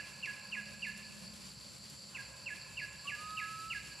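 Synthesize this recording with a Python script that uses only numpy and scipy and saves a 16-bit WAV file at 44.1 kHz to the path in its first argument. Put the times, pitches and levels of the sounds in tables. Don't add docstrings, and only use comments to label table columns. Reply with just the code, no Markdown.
import sys
import numpy as np
from scipy import signal
from scipy.fft import rfft, irfft
from scipy.io import wavfile
from scipy.ndimage import uniform_filter1d

SR = 44100
rng = np.random.default_rng(int(sys.argv[2]) if len(sys.argv) > 2 else 0)


def digitize_waveform(pressure):
    field = np.atleast_2d(pressure).T
    bounded = np.clip(field, -1, 1)
    quanta = np.round(bounded * 32767).astype(np.int16)
    wavfile.write(sys.argv[1], SR, quanta)


N = 176400
T = np.arange(N) / SR


def amp(db):
    return 10 ** (np.asarray(db) / 20)


def unit(x):
    return x / np.sqrt(np.mean(x ** 2) + 1e-20)


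def on_log(points, hz):
    f, value = np.transpose(points)
    return np.interp(np.log(hz + 1), np.log(f + 1), value)


def on_time(points):
    return np.interp(T, *np.transpose(points))


def pan(db):
    return amp(np.array([[db / 2], [-db / 2]]))


def add(mix, start_s, sound):
    at = round(start_s * SR)
    part = mix[..., max(at, 0):max(at + sound.shape[-1], 0)]
    part += sound[..., max(-at, 0):][..., :part.shape[-1]]


def drift(rate_hz, size):
    hz = np.fft.rfftfreq(N, 1 / SR)
    return unit(irfft(rfft(rng.standard_normal(N)) * np.exp(-(hz / rate_hz) ** 2), N))[:size]


def noise(spectrum, correlation):
    hz = np.fft.rfftfreq(N, 1 / SR)
    mid, side = rfft(rng.standard_normal((2, N)))
    same = np.clip(on_log(correlation, hz) if np.ndim(correlation) else correlation, 0, 1)
    mid, side = mid * np.sqrt(1 + same), side * np.sqrt(1 - same)
    return unit(irfft(np.array([mid + side, mid - side]) * amp(on_log(spectrum, hz)), N))


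def bird(waver=0.0082, release_s=0.0081, pan_low_db=-5, pan_high_db=-1.5, wet_db=-5):
    # (time [s], level [dB], first pitch [ratio], last pitch [ratio], length [ratio])
    notes = [(-.074, -39.5, 0.99, 1.016, 0.93), (.222, -39, 1, 1, 1), (.516, -39, 1.003, 0.99, 0.98),
             (0.818, -38.5, 1.005, 1.025, 0.93), (2.142, -43.5, 0.98, 0.98, 0.82),
             (2.456, -40.5, 0.99, 1.02, 0.91), (2.765, -40, 1, 1, 0.97), (3.067, -39, 1.022, 1.004, 0.96),
             (3.365, -39, 1.01, 1, 0.96), (3.696, -39, 1.01, 0.98, 1)]
    # (time [s], pitch [Hz], relative level [dB])
    glide = [(0, 3370, -38), (.005, 2950, -8.5), (.014, 2734, 1), (.025, 2569, -2.5), (.033, 2340, -3),
             (.04, 2026, -5.5), (.047, 1800, -23), (.055, 1694, -3.5), (.069, 1674, -4), (0.085, 1665, -5),
             (.097, 1680, -9)]
    at, glide_hz, glide_db = np.transpose(glide)
    out = np.zeros((2, N))
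    trees = amp(wet_db) * forest()
    trees[:, 0] += 1
    add(trees, 0, trunks())
    for start, db, first, last, stretch in notes:
        t = np.arange(0, at[-1] * stretch, 1 / SR) / stretch
        hz = uniform_filter1d(np.interp(t, at, glide_hz), size=150) * np.linspace(first, last, len(t))
        hz *= 1 + waver * drift(160, len(t))
        tone = np.sqrt(2) * np.sin(2 * np.pi * np.cumsum(hz) / SR)
        tone *= amp(db + np.interp(t, at, glide_db))
        tone *= np.minimum((t[-1] - t) / release_s, 1)
        lean_db = np.interp(hz, [glide_hz.min(), glide_hz.max()], [pan_low_db, pan_high_db])
        add(out, start, signal.fftconvolve(tone * amp([lean_db / 2, -lean_db / 2]), trees, axes=1))
    return out


def trunks(scatter_s=0.0067, corner_hz=2180):
    # (delay [s], level [dB])
    echoes = [(.007, -5.5), (.018, -7), (.032, -10), (.056, -12), (0.089, -14.5)]
    taps, t = np.zeros(SR // 4), np.arange(SR // 30) / SR
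    for delay, db in echoes:
        scatter = rng.standard_normal(len(t)) * np.exp(-t / scatter_s)
        flat_spectrum = np.exp(1j * np.angle(rfft(scatter, 2 * len(t))))
        add(taps, delay, amp(db) * irfft(flat_spectrum)[:len(t)])
    return signal.sosfilt(signal.butter(4, corner_hz, "high", fs=SR, output="sos"), taps)


def forest(width=0.14):
    # (frequency [Hz], reverberation time [s], relative level [dB], build-up [s])
    bands = [(1200, 0.92, -4.5, 0.037), (1606, 0.62, -14, 0.067), (1681, 1.14, 5, 0.067),
             (1800, 0.93, -0.5, 0.021), (2150, 1.22, -2, 0.019), (2570, 1.72, -1, 0.031),
             (2840, 1.32, -2.5, 0.034), (3100, 1.2, 2, 0.026), (4000, 1.2, 3, .02)]
    size = SR * 3 // 2
    taps = rng.standard_normal((2, size)) * (rng.random(size) < .08)
    hz, t, spectra = signal.stft(taps, SR, nperseg=512)
    t60, db, build = (on_log(np.array(bands)[:, [0, k]], hz)[:, None] for k in range(1, 4))
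    spectra = spectra * amp(db - 60 * t / t60) * (1 - np.exp(-t / build))
    mid, side = signal.istft(spectra, SR, nperseg=512)[1]
    tail = np.array([mid + width * side, mid - width * side])
    whistle_band = abs(rfft(tail, 2 * SR))[:, 3200:6000]
    return tail / np.sqrt(np.mean(whistle_band ** 2))


def insects(throb_hz=5.0, speedup_hz_per_s=0.076, first_peak_s=0.071, rasp_db=1.21, shimmer_db=0.55):
    # (frequency [Hz], relative level [dB])
    throb_spectrum = [(3700, -40), (4000, -10), (4200, -3), (4450, 0.5), (4660, 4), (4850, -3.5),
                      (5200, -10.5), (6200, -22), (7000, -45)]
    # (time [s], peak deviation [dB])
    throb_depth = [(0, 0.2), (.6, 2.6), (1.05, 2), (1.6, 1.5), (2.2, 3), (2.9, 3.5), (3.45, 0.7), (4, 2)]
    # (frequency [Hz], relative level [dB])
    buzz_spectrum = [(6850, -50), (7100, 0), (7280, 1.5), (7480, -2), (7650, -1), (7850, -4.5), (8080, -34)]
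    t = T - first_peak_s
    swing_db = on_time(throb_depth) * np.cos(2 * np.pi * (throb_hz * t + speedup_hz_per_s * t ** 2 / 2))
    throb = noise(throb_spectrum, 0.97) * amp(-56.5 + swing_db + rasp_db * drift(100, N))
    buzz = noise(buzz_spectrum, 0.95) * amp(-62 + 0.63 * T + shimmer_db * drift(110, N))
    return throb + buzz


def air(level_db=-58, sway_db=2.0):
    # (frequency [Hz], relative level [dB])
    spectrum = [(20, -26), (40, -20), (100, -4.5), (200, 7.5), (280, 4), (400, 1.5), (500, -0.5),
                (750, -4.5), (1200, -1.5), (1800, -3.5), (2700, 0), (3500, -2.5), (5500, -1.5), (6900, -5),
                (8200, -9), (9000, -3), (11300, -7), (12200, -14.5), (15200, -22)]
    # (frequency [Hz], correlation [0-1])
    correlation = [(60, 0.9), (300, 0), (750, 0), (1500, 0.42), (3500, 0.78), (6500, 0.9), (10000, 0.7),
                   (14000, 0.06)]
    return noise(spectrum, correlation) * amp(level_db + sway_db * drift(12, N))


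def traffic(level_db=-63, growth_db_per_s=0.88):
    # (frequency [Hz], relative level [dB])
    spectrum = [(20, -38), (42, -20), (54, -7), (62, 6.5), (74, -3.5), (100, -1), (130, 5), (175, -1),
                (230, -14), (330, -17.5), (600, -43)]
    return noise(spectrum, 0.89) * amp(level_db + growth_db_per_s * T) * pan(2.3)


def motor():
    # (frequency [Hz], relative level [dB])
    spectrum = [(60, -57), (140, -12.5), (170, -6), (184, 3), (197, -3.5), (211, 6.5), (228, -14),
                (270, -31), (600, -58)]
    # (time [s], level [dB])
    swell = [(0, -64.5), (.5, -62.5), (.9, -58), (1.3, -56.5), (1.6, -64), (2.4, -66.5), (4, -71)]
    return noise(spectrum, 0.77) * amp(on_time(swell))


def whirr(pan_db=-7.5):
    # (frequency [Hz], relative level [dB])
    low_spectrum = [(300, -25), (460, -16.5), (520, -2), (580, -0.5), (620, -7), (700, -9.5), (800, -17),
                    (1500, -61)]
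    high_spectrum = [(500, -42), (830, -5.5), (890, -7), (970, -2.5), (1060, 2.5), (1130, -13.5),
                     (1350, -7.5), (1480, -8), (1560, -3.5), (4000, -50)]
    # (time [s], level [dB])
    low_envelope = [(0, -67.5), (.35, -69.5), (.73, -66), (1.05, -72.5), (1.28, -67), (1.52, -80),
                    (1.66, -69), (1.85, -74.5), (2.1, -70), (2.37, -66.5), (2.7, -69.5), (3.25, -68.5),
                    (3.45, -77), (4, -71)]
    high_envelope = [(0, -65), (.55, -63), (.7, -67), (1.4, -69.5), (1.6, -71), (2.09, -76), (2.135, -60),
                     (2.25, -64.5), (3.0, -66), (3.45, -65.5), (3.58, -72.5), (3.9, -73), (4, -58)]
    low = noise(low_spectrum, 0.94) * amp(on_time(low_envelope))
    high = noise(high_spectrum, 0.85) * amp(on_time(high_envelope))
    return (low + high) * pan(pan_db)


def litter(crumbs_per_s=74, crumbs_db=-68.5, spread_db=4, crumb_decay_s=0.0016):
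    # (time [s], level [dB], spectral tilt [dB/octave], decay time [s])
    snaps = [(.087, -59, 2, .008), (.258, -45, -4, 0.0047), (.88, -60, 7, .03), (.975, -51, 6, 0.0078),
             (1.188, -57, 4, 0.017), (1.417, -56, 2, .005), (1.899, -51, 5, .007), (2.365, -56, -4, .004),
             (2.445, -65, 4, 0.0052), (3.15, -55, 2, 0.016), (3.306, -50.5, -3, .006),
             (3.439, -53, 2, .008)]
    # (frequency [Hz], relative level [dB])
    spectrum = [(60, -55), (300, -24), (1500, -16), (4000, 14.5), (7000, 6), (10000, 6.5), (12000, 0.5),
                (15000, -18)]
    out, t = np.zeros((2, N)), np.arange(SR // 10) / SR
    for start, db, tilt, decay in snaps:
        tilted = [(hz, level + tilt * np.log2(hz)) for hz, level in spectrum]
        add(out, start, noise(tilted, 0.95)[:, :len(t)] * amp(db) * np.exp(-t / decay))
    strengths = amp(spread_db * np.minimum(rng.exponential(1, N), 3))
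    impacts = strengths * (rng.random(N) < crumbs_per_s / SR)
    crumb_envelope = unit(signal.fftconvolve(impacts, np.exp(-t / crumb_decay_s))[:N])
    return out + noise(spectrum, 1.0) * amp(crumbs_db) * crumb_envelope


def monkey(waver=0.0032, pan_db=-4.5, wet_db=-10.5):
    # (time [s], pitch [Hz], level [dB])
    contour = [(3.035, 1100, -78), (3.058, 1122, -51), (3.09, 1156, -54), (3.135, 1183, -67.5),
               (3.217, 1236, -50.5), (3.32, 1269, -47.5), (3.4, 1270, -48), (3.47, 1293, -49.5),
               (3.58, 1295, -48), (3.7, 1302, -50), (3.736, 1360, -57.5), (3.76, 1370, -67)]
    # (frequency [multiple of the pitch], relative level [dB])
    harmonics = [(1, 1.5), (2, -18), (3, -22), (4, -24), (5, -28), (6, -40), (7, -25), (8, -28), (9, -26.5)]
    at, coo_hz, coo_db = np.transpose(contour)
    t = np.arange(at[0], at[-1], 1 / SR)
    hz = np.interp(t, at, coo_hz) * (1 + waver * drift(38, len(t)))
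    phase = 2 * np.pi * np.cumsum(hz) / SR
    tone = np.sqrt(2) * sum(amp(db) * np.sin(k * phase) for k, db in harmonics)
    tone = tone * amp(np.interp(t, at, coo_db)) * pan(pan_db)
    out = np.zeros((2, N))
    add(out, at[0], tone)
    add(out, at[0], amp(wet_db) * signal.fftconvolve(tone, forest(), axes=1))
    return out


def scene():
    calls = bird() + monkey()
    return calls + insects() + air() + traffic() + motor() + whirr() + litter()


def record(dry):
    low_pass = signal.firwin(511, 15350, window=("kaiser", 9), fs=SR)
    return signal.oaconvolve(dry, low_pass[None], "same")


dry = scene()
out = record(dry)
digitize_waveform(out)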